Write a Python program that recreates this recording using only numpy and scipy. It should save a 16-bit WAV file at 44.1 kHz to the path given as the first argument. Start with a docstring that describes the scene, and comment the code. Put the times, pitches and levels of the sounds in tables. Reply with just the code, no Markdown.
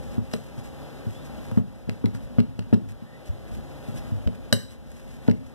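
"""Boiled potatoes are mashed with a steel utensil on a ceramic plate in a kitchen, over air noise and an appliance hum.
Spreading mash hisses and the table rumbles from the start; modal thumps of plate and table soon follow, with
a gritty crush and short dull mid-range knocks (noise bursts). Steel then ticks on the glaze after sinking through
the potato, damped or ringing as the film allows; wet smears (torn films), a few squeaks (stick-slip) and lift-off
sucks come in between. Two ports pick this up; a gain control ducks on loud peaks and creeps back up."""
import sys
import numpy as np
from scipy import signal
from scipy.fft import rfft, irfft
from scipy.io import wavfile
from scipy.ndimage import uniform_filter1d, minimum_filter1d

SR = 44100
rng = np.random.default_rng(int(sys.argv[2]) if len(sys.argv) > 2 else 0)


def unload_wav(signal):
    """Save mono or channel-first audio to the path in sys.argv[1] as 16-bit WAV at rate SR, clipped to [-1, 1]."""
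    wavfile.write(
        sys.argv[1],
        SR,
        np.round(np.clip(np.atleast_2d(signal).T, -1, 1) * 32767).astype(np.int16),
    )


N = 244314
T = np.arange(N) / SR
FREQS = np.fft.rfftfreq(N, 1 / SR)

# strokes that cut through to the glaze: (time [s], thump level [dB], extra level of slow table modes [dB],
# depth of potato under the steel [mm], level of the catch on a lump [dB], level of the tick on the glaze [dB])
STROKES = [(0.3349, -16, -17, 0.14, -60, -15), (0.3365, -9, -8, 0.9, -39, -9),
           (1.572, 1.5, -2, 6.7, -38, -21.5), (1.889, -8, 5, 3.3, -24, -9), (2.0403, 0, -2, 9.4, -50, -9.5),
           (2.147, -18.5, 18, 1.1, -23, -23), (2.384, 8, -7, 9.8, -11.5, -8.5),
           (2.589, -10.5, 9.5, 1.54, -25, -11), (2.621, -34, 12, 1.5, -43, -27),
           (2.727, 7.5, -5.5, 8.4, -12, -9.5), (4.272, -11.5, -7, 1.2, -16.5, -22.5),
           (4.5256, 2, 1.5, 0.055, -28, 4.5), (5.277, -19.5, -2, 0.72, -34, -9),
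           (5.283, 7.5, -6, 7.9, -27, -12), (5.311, -26, 5, 0.66, -25, -8)]
THICK_PUSH_MS = 2.1  # a longer push means thick potato


def amp(db):
    """Level to amplitude ratio: 20 dB is a factor of ten."""
    return 10 ** (np.asarray(db) / 20)


def across(points):
    """Interpolation of (frequency [Hz], value) points along a logarithmic frequency axis."""
    hz, value = np.transpose(points)
    return np.interp(np.log(FREQS + 1), np.log(hz), value)


def colour(x, points):
    """Zero-phase filtering: weight the spectrum by (frequency [Hz], gain [dB]) points."""
    return irfft(rfft(x) * amp(across(points)), N)


def response(points):
    """Minimum-phase impulse response of a body, from its gain curve by folding the cepstrum."""
    cepstrum = irfft(np.log(amp(across(points))), N)
    cepstrum[1:N // 2] *= 2
    cepstrum[N // 2 + 1:] = 0
    return irfft(np.exp(rfft(cepstrum)), N)[:SR // 50]


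def unit(x):
    """Normalisation to a standard deviation of 1."""
    return x / np.std(x)


def walk(rate):
    """Random modulation: straight lines join about `rate` chance values a second, with a spread near 1."""
    k = int(SR / rate)
    steps = np.repeat(rng.standard_normal(N // k + 1), k)
    return 1.3 * uniform_filter1d(steps, k)[:N]


def fader(points):
    """Amplitude envelope: (time [s], level [dB]) points joined linearly in decibels."""
    return amp(np.interp(T, *np.transpose(points)))


def swells(rows):
    """Sum of Gaussian envelopes: (centre [s], standard deviation [s], peak level [dB])."""
    return sum(amp(db) * np.exp(-.5 * ((T - s) / half) ** 2) for s, half, db in rows)


def add(track, s, sound):
    """Superposition of a sound on the track from time s."""
    i = int(s * SR)
    track[i:i + len(sound)] += sound[:N - i]


def room(x, t60, wet_db, gap_s):
    """Diffuse reverberation: decaying noise that builds up after the first wall is reached."""
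    t = T[:SR // 2]
    decay = np.exp(-np.log(1000) * t / t60)
    build_up = 1 - np.exp(-(t / gap_s) ** 2)
    tail = rng.standard_normal(len(t)) * decay * build_up
    return amp(wet_db) * signal.fftconvolve(x, tail / np.linalg.norm(tail))[:N]


def crackle(decay_s):
    """Impulsive noise: cubed chance values make a spiky burst that dies away exponentially, with energy 1."""
    t = T[:SR // 20]
    force = rng.standard_normal(len(t)) ** 3 * np.exp(-t / decay_s)
    return force / np.linalg.norm(force)


def kitchen():
    """Broadband air noise, partly in antiphase at the ports, and narrowband appliance hum with wavering tones."""
    # room air: (frequency [Hz], spectral density [dB per Hz])
    air_density = [(20, -141), (55, -68), (140, -72.5), (260, -68), (400, -73.5), (560, -73.5),
                   (800, -76.5), (1050, -82), (1500, -84), (3000, -90), (5000, -96), (7000, -105),
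                   (12000, -102), (15000, -106)]
    # diffuse share of the air noise, unlike at the two ports: (frequency [Hz], level against the air [dB])
    diffuse_share = [(100, -1.5), (300, -4.5), (520, -1), (1000, -18.5), (2300, -27), (4500, -18),
                     (7000, 4), (12000, -5.5)]
    # appliance tones: (frequency [Hz], mean level [dB])
    hum_tones = [(59, -53.5), (140, -44), (264, -54.5), (530, -52.5), (597, -57.5), (808, -60)]
    # white noise of variance 1 has a density of 2 / SR per Hz
    air, apart = colour(rng.standard_normal((2, N)), air_density) * np.sqrt(SR / 2)
    apart = colour(apart, diffuse_share)
    hum = np.zeros(N)
    for hz, db in hum_tones:
        gain = amp(db + 2 * walk(11)) * np.sqrt(2)
        pitch = hz * (1 + 0.0079 * walk(60))
        hum += gain * np.sin(2 * np.pi * np.cumsum(pitch) / SR)
    return air * amp(.5 * walk(19.0)) + hum + np.array([apart, -apart])


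def leaning():
    """Low-frequency structure-borne noise: the table rumbles under the working hand."""
    # table under the hand: (frequency [Hz], gain [dB])
    lean_colour = [(20, -26), (45, 8.5), (65, 3.5), (100, -4), (150, -13.5), (240, 4), (400, -70),
                   (1000, -124)]
    # rumble: (time [s], level [dB])
    rumble = [(0, -34.5), (.5, -45), (.66, -39), (.9, -77), (1.35, -37.5), (1.68, -38.5), (1.8, -40),
              (1.95, -35), (2.7, -32.5), (2.98, -40), (3.17, -80), (3.57, -26.5), (3.78, -71), (3.98, -35),
              (4.65, -40), (4.8, -35.5), (5.54, -38)]
    return unit(colour(rng.standard_normal(N), lean_colour)) * fader(rumble)


def mash():
    """Impulsive noise of tearing wet films, and stick-slip squeaks on the steel as rough rising tones."""
    # wet films: (frequency [Hz], gain [dB])
    smear_colour = [(500, 2), (2000, 17), (4000, 7), (6000, 8.5), (9000, 5), (12500, 5.5), (15000, -50)]
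    # separate wet smears and lift-off sucks of the steel: (centre [s], standard deviation [s], peak level [dB])
    smears = [(.65, 0.014, -53), (1.13, 0.032, -55), (1.265, 0.0062, -49), (1.46, 0.026, -59),
              (2.155, 0.0089, -49), (2.235, 0.022, -58), (2.9, 0.011, -46), (3.275, 0.015, -47.5),
              (3.54, 0.028, -54), (3.97, 0.011, -46.5), (4.35, 0.0046, -49), (4.72, 0.022, -47),
              (4.96, 0.066, -51), (5.125, 0.041, -54), (5.27, 0.032, -55), (5.48, 0.019, -69)]
    # soft hiss of spreading mash: (time [s], level [dB])
    spreading = [(0, -58), (.27, -60.5), (.36, -48.5), (.47, -53), (.8, -70.5), (1.27, -63.5), (2.1, -63),
                 (3.1, -90), (3.9, -58), (4.22, -67.5), (4.45, -70), (5.54, -60.5)]
    # squeaks of the steel: (centre [s], standard deviation [s], pitch at the centre [Hz], peak level [dB])
    squeaks = [(0.335, 0.002, 5540, -29.5), (1.171, 0.0376, 3420, -55.5), (3.134, 0.05, 1910, -51.5)]
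    tears_per_s, tear_spread_db = 2500, 12  # films tear at random, with scattered sizes
    scatter_db = -26  # the mash is so close that little of its sound arrives by the walls
    flutter_db, flutter_per_s = 3.5, 26  # the spreading mash sticks and gives way
    grain_db, grain_per_s = 2.5, 160  # the films tear in little bunches
    rise, rough = 0.042, 0.034  # shares of the pitch: rise under growing pressure, jitter

    tears = (rng.random(N) < tears_per_s / SR) * rng.standard_normal(N)
    pops = tears * amp(tear_spread_db * np.minimum(rng.exponential(size=N), 4))
    wet = unit(colour(unit(pops) + 2.7 * rng.standard_normal(N), smear_colour))
    scattered = unit(colour(rng.standard_normal((2, N)), smear_colour))
    flutter = amp(flutter_db * walk(flutter_per_s))
    envelope = swells(smears) + swells(lifts()) + fader(spreading) * flutter
    out = (wet + amp(scatter_db) * scattered) * envelope
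    out = out * amp(grain_db * walk(grain_per_s))
    for s, half, hz, db in squeaks:
        pitch = hz * (1 + rise * np.tanh((T - s) / half) + rough * walk(700))
        rasp = np.sin(2 * np.pi * np.cumsum(pitch) / SR) * amp(2 * walk(100))
        out += unit(rasp) * swells([(s, half, db)])
    return out


def thumps():
    """Modal excitation: a smooth push rings plate and table, a longer one only the low modes; a lump is crushed."""
    # plate and table moving together: (frequency [Hz], level [dB], decay time T60 [s])
    table_modes = [(50, -47, 0.17), (112, 0.5, 0.14), (148.2, 6, 0.044), (198.6, 5, 0.038),
                   (232.8, 5.5, 0.054), (269, -3, 0.028), (337, -13, 0.055), (429, -14.5, 0.088),
                   (528, -28, 0.1), (602.5, -19.5, 0.072), (1035, -16, 0.024)]
    # gritty crush of the lump: (frequency [Hz], gain [dB])
    crush_colour = [(30, -2.5), (90, 6.5), (200, 21.5), (400, 0.5), (700, -6), (1100, -14), (1700, -18),
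                    (2800, -27), (4000, -40), (8000, -60)]
    # long tail of the kitchen: (frequency [Hz], gain [dB])
    boom_colour = [(50, -20), (110, 6), (160, 3), (240, -6.5), (380, -7.5), (600, -8)]
    slow_below_hz, pitch_spread = 160, 0.041  # limit of the slow modes; chance share of each frequency
    crush_db, crush_db_per_db = 12, 1.72  # crush level at a 0 dB thump, and its rise with force
    wall_echo_s, wall_db = 0.027, -32  # the far wall returns each thump

    out, t = np.zeros(N), T[:SR // 3]
    crumble = response(crush_colour)
    hits = landings()
    chances = rng.standard_normal((len(hits), len(table_modes)))
    for (s, db, rock_db, push_ms), chance in zip(hits, chances):
        ring = np.zeros(len(t))
        for (hz, mode_db, t60), c in zip(table_modes, chance):
            level = amp(mode_db + rock_db * (hz < slow_below_hz))
            decay = np.exp(-np.log(1000) * t / t60)
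            ring += level * decay * np.sin(2 * np.pi * hz * (1 + pitch_spread * c) * t)
        ring = ring * (1 - np.exp(-t / 0.004))  # the table takes a moment to get moving
        push = np.sin(np.pi * np.minimum(t[:SR // 25] * 1000 / push_ms, 1)) ** 2
        # the air follows the speed of the surface
        sound = np.gradient(signal.fftconvolve(ring, push))[:len(t)]
        add(out, s, amp(db) * sound / np.abs(sound).max())
        lump = min(push_ms / THICK_PUSH_MS, 1)  # thin potato leaves less to crush
        crush = signal.fftconvolve(crackle(decay_s=0.0043), crumble)
        add(out, s, lump * amp(crush_db + crush_db_per_db * db) * crush)
    near = room(out, t60=0.11, wet_db=-6.0, gap_s=0.0017)
    wall = amp(wall_db) * np.interp(T - wall_echo_s, T, out)
    boom = room(colour(out, boom_colour), t60=0.41, wet_db=-7.0, gap_s=0.015)
    return out + near + wall + boom


def landings():
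    """Cushioned impact: deeper potato lengthens the push; (time [s], thump [dB], slow modes [dB], push [ms])."""
    # soft presses that stop inside the potato:
    # (time [s], thump level [dB], extra level of slow table modes [dB], push length [ms])
    presses = [(0.179, -8, -2.5, 3.3), (0.577, -25.5, 6, 4), (1.066, -15.5, 4.5, 3.3), (1.518, -17, 4, 2.9),
               (1.873, -17.5, 8, 5.2), (2.868, -23, 9, 7.9), (3.021, -22, 3, 2.4), (3.29, -15.5, 11, 17.7),
               (3.515, -26, -10, 4.5), (3.884, -20, 3, 2.4), (3.941, -27.5, 6, 1.8), (4.118, -14.5, 6, 4.4),
               (4.168, -23.5, 4, 2.7), (4.262, -9.5, -9, 19)]
    bare_push_ms, push_ms_per_mm = 1, 0.21
    strokes = [(s, db, rock_db, bare_push_ms + push_ms_per_mm * depth)
               for s, db, rock_db, depth, _, _ in STROKES]
    return strokes + list(presses)


def knocks():
    """Filtered impulsive noise: short dull mid-range knocks that come with some of the landings."""
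    # short dull knocks: (time [s], level [dB])
    knock_times = [(0.181, -7), (0.336, -0.5), (1.514, -5.5), (1.573, 4), (1.895, -5.5), (2.059, -5.5),
                   (2.148, -3.5), (2.393, -5), (2.737, -1), (3.883, -14), (5.284, 0.5)]
    # spectrum of a knock: (frequency [Hz], gain [dB])
    knock_colour = [(100, 11.5), (500, 5), (900, 6), (1600, -0.5), (2400, -8), (4000, -19.5), (12000, -23)]
    out, body = np.zeros(N), response(knock_colour)
    for s, db in knock_times:
        add(out, s, amp(db) * signal.fftconvolve(crackle(decay_s=0.0049), body))
    return out + room(out, t60=0.13, wet_db=-6.5, gap_s=0.011)


def ticks():
    """Contact damping: steel on bare glaze rings freely, but through the mash it gives only a dry crack."""
    # ring of plate and utensil: (frequency [Hz], level [dB], undamped decay time T60 [s])
    plate_modes = [(540, 1.5, .1), (600, -3, .08), (1200, -9, .06), (1510, 6, .035), (1600, 9, .024),
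                   (1720, 9, .016), (1870, 7, .016), (2060, 4, .03), (2250, -3, .018), (2892, -3, .12),
                   (3010, -4, .08), (3118, -5, .08), (3785, -1, .07), (3880, 2, .05), (3945, 6, .06),
                   (4010, 3, .07), (4120, 0, .06), (4270, 2, .035), (4520, 3, .02), (4680, 5, .022),
                   (4900, 1, .03), (5032, 3, .03), (5300, 0, .03), (5510, -4, .045), (5720, -5, .045),
                   (5940, -2, .045), (6150, -6, .045), (6320, -8, .045), (7150, -9, .055), (7350, -8, .05),
                   (7560, -7, .045), (7760, -6, .05), (7920, -3, .055), (8180, -9, .1), (8310, -9, .11),
                   (8460, -8, .11), (8980, -13, .13), (9450, -10, .06), (9700, -13, .09), (10510, -3, .06),
                   (11150, -15, .1), (11300, -12, .09), (12230, -9, .08), (12380, -12, .1),
                   (12580, -10, .07), (14000, -15, .09), (14200, -10, .08)]
    # crack of the contact: (frequency [Hz], gain [dB])
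    crack_colour = [(60, -34), (300, 7), (600, -1), (850, 5), (1150, 6), (1400, 13), (2100, 20),
                    (2400, 12.5), (2900, 14.5), (3550, 6), (4200, 13.5), (4800, 9.5), (5400, 3.5),
                    (7000, 1.5), (14000, -4.5)]
    # the steel meets the plate nearer to the left port, and each mode radiates its own way:
    # (frequency [Hz], gain at the left [dB])
    plate_left = [(550, 3.5), (1100, 2.5), (1600, -3.5), (2300, 0), (3000, 2), (3900, -0.5), (5000, -0.5),
                  (8000, 3), (12000, 5.5)]
    bare_hz, covered_hz = 12900, 4305  # a film of mash dulls the tick: low-pass corners
    covered_ring, ring_db = 0.048, -17.5  # share of ringing left under mash; level of the ring
    bare_crack_db = -32  # on bare glaze less of the blow goes into the gritty crack
    attack_s = 0.00032  # the blow takes a moment to spread across the plate
    lobe_scatter = .35  # radians by which a mode's arrival strays at each port

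    out, t = np.zeros((2, N)), T[:SR // 4]
    damped = response(crack_colour)
    # neighbouring modes arrive a quarter turn apart, and a little differently at each port
    quarter_turns = -np.pi / 2 * np.arange(len(plate_modes))[:, None, None]
    lobes = quarter_turns + lobe_scatter * rng.standard_normal((len(plate_modes), 2, 1))
    waves = []
    for (hz, _, _), lobe in zip(plate_modes, lobes):
        # an uneven rim splits each mode into a beating pair
        beating = 1.22 + 0.21 * np.cos(2 * np.pi * 0.018 * hz * t)
        waves.append(np.sin(2 * np.pi * hz * t + lobe) * beating)
    for s, db, bare, skid_s in contacts():
        free = covered_ring + (1 - covered_ring) * bare ** 2
        bright_hz = covered_hz + (bare_hz - covered_hz) * bare
        ring = np.zeros((2, len(t)))
        for (_, mode_db, t60), wave in zip(plate_modes, waves):
            ring += amp(mode_db) * np.exp(-np.log(1000) * t / (t60 * np.sqrt(free))) * wave
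        ring = ring * (1 - np.exp(-t / attack_s))
        # the edge skids before it grips
        crack = np.zeros(len(t))
        add(crack, 0, amp(bare_crack_db * bare) * signal.fftconvolve(crackle(decay_s=skid_s), damped))
        softening = signal.butter(1, bright_hz, fs=SR)
        sound = amp(db) * signal.lfilter(*softening, amp(ring_db) * free * ring + crack)
        add(out[0], s, sound[0])
        add(out[1], s, sound[1])
    out[0] = colour(out[0], plate_left)
    apart = room(out[1], t60=0.085, wet_db=-19.5, gap_s=0.0019)
    return out + room(out[0], t60=0.38, wet_db=-12.0, gap_s=0.002) + np.array([apart, -apart])


def contacts():
    """Sinking at steady speed: a lump, then the glaze; (time [s], level [dB], bareness [0-1], skid decay [s])."""
    sink_mm_per_s, catch_share = 540, 0.42  # the steel catches on a firm lump at this share of the depth
    film_mm = 0.29  # depth at which bareness has fallen to 1/e
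    skid_s, grind_s = 0.0013, 0.0032  # a brief skid on the glaze, a longer grind through a lump
    rows = []
    for s, _, _, depth, catch_db, tick_db in STROKES:
        sink_s = depth / sink_mm_per_s
        rows.append((s + catch_share * sink_s, catch_db, 0, grind_s))
        rows.append((s + sink_s, tick_db, np.exp(-depth / film_mm), skid_s))
    return rows


def lifts():
    """Wet adhesion: steel sucks free after firm thick landings; (centre [s], standard deviation [s], level [dB])."""
    firm_db, after_s, half_s, lift_db = -17.5, 0.19, 0.0078, -57.5
    bounce_s = .05  # a contact this soon after a stroke is only its bounce
    rows = []
    for s, db, _, push_ms in landings():
        # a stroke that follows too soon leaves no time to lift off
        interrupted = any(s + bounce_s < row[0] < s + after_s for row in STROKES)
        if db > firm_db and push_ms > THICK_PUSH_MS and not interrupted:
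            rows.append((s + after_s, half_s, lift_db))
    return rows


def scene():
    """Superposition of all sources as they reach the two ports."""
    return thumps() + knocks() + ticks() + mash() + leaning() + kitchen()


def gain_control(x, threshold_db, slope, release_db_per_s):
    """Dynamic compression, linked across ports: cut loud peaks at once, recover at a steady rate in decibels."""
    peak_db = 20 * np.log10(np.abs(x).max(axis=0) + 1e-9)
    over = np.maximum(peak_db - threshold_db, 0)
    recovery = release_db_per_s * T
    cut = np.maximum.accumulate(slope * over + recovery) - recovery
    # hold and smooth the gain over 400 samples around each moment
    return x * amp(uniform_filter1d(minimum_filter1d(-cut, size=400), size=400))


def record(dry):
    """Two-port reception: slow and quicker compression, a late inverted right port, soft clipping, low-pass."""
    # left port against right, beyond the plain delay: (frequency [Hz], phase [rad])
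    port_phase = [(60, .1), (120, .2), (240, -.05), (380, -.2), (550, .7), (800, .4), (1100, 0),
                  (1500, -.3), (1900, 0)]
    # left port louder than the right: (frequency [Hz], level difference [dB])
    port_balance = [(60, -0.1), (250, 1.5), (550, 3), (1300, 2), (2300, 0.6), (4500, 0.3), (8000, 1.1),
                    (14000, 2)]
    port_lag_s = .000446
    levelled = gain_control(dry, threshold_db=-20.0, slope=0.35, release_db_per_s=8.0)
    left, right = gain_control(levelled, threshold_db=1.5, slope=0.7, release_db_per_s=16)
    turn = np.exp(-1j * (2 * np.pi * FREQS * port_lag_s + across(port_phase)))
    late_right = irfft(rfft(right) * turn * amp(-across(port_balance)), N)
    ports = np.array([left, -late_right])
    rounded = ports / (1 + ports ** 8) ** .125
    top_cut = signal.ellip(10, .2, 90, 14300, fs=SR, output="sos")  # ripple and stop band in dB, edge in Hz
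    return signal.sosfilt(top_cut, rounded)


dry = scene()
out = record(dry)
unload_wav(out)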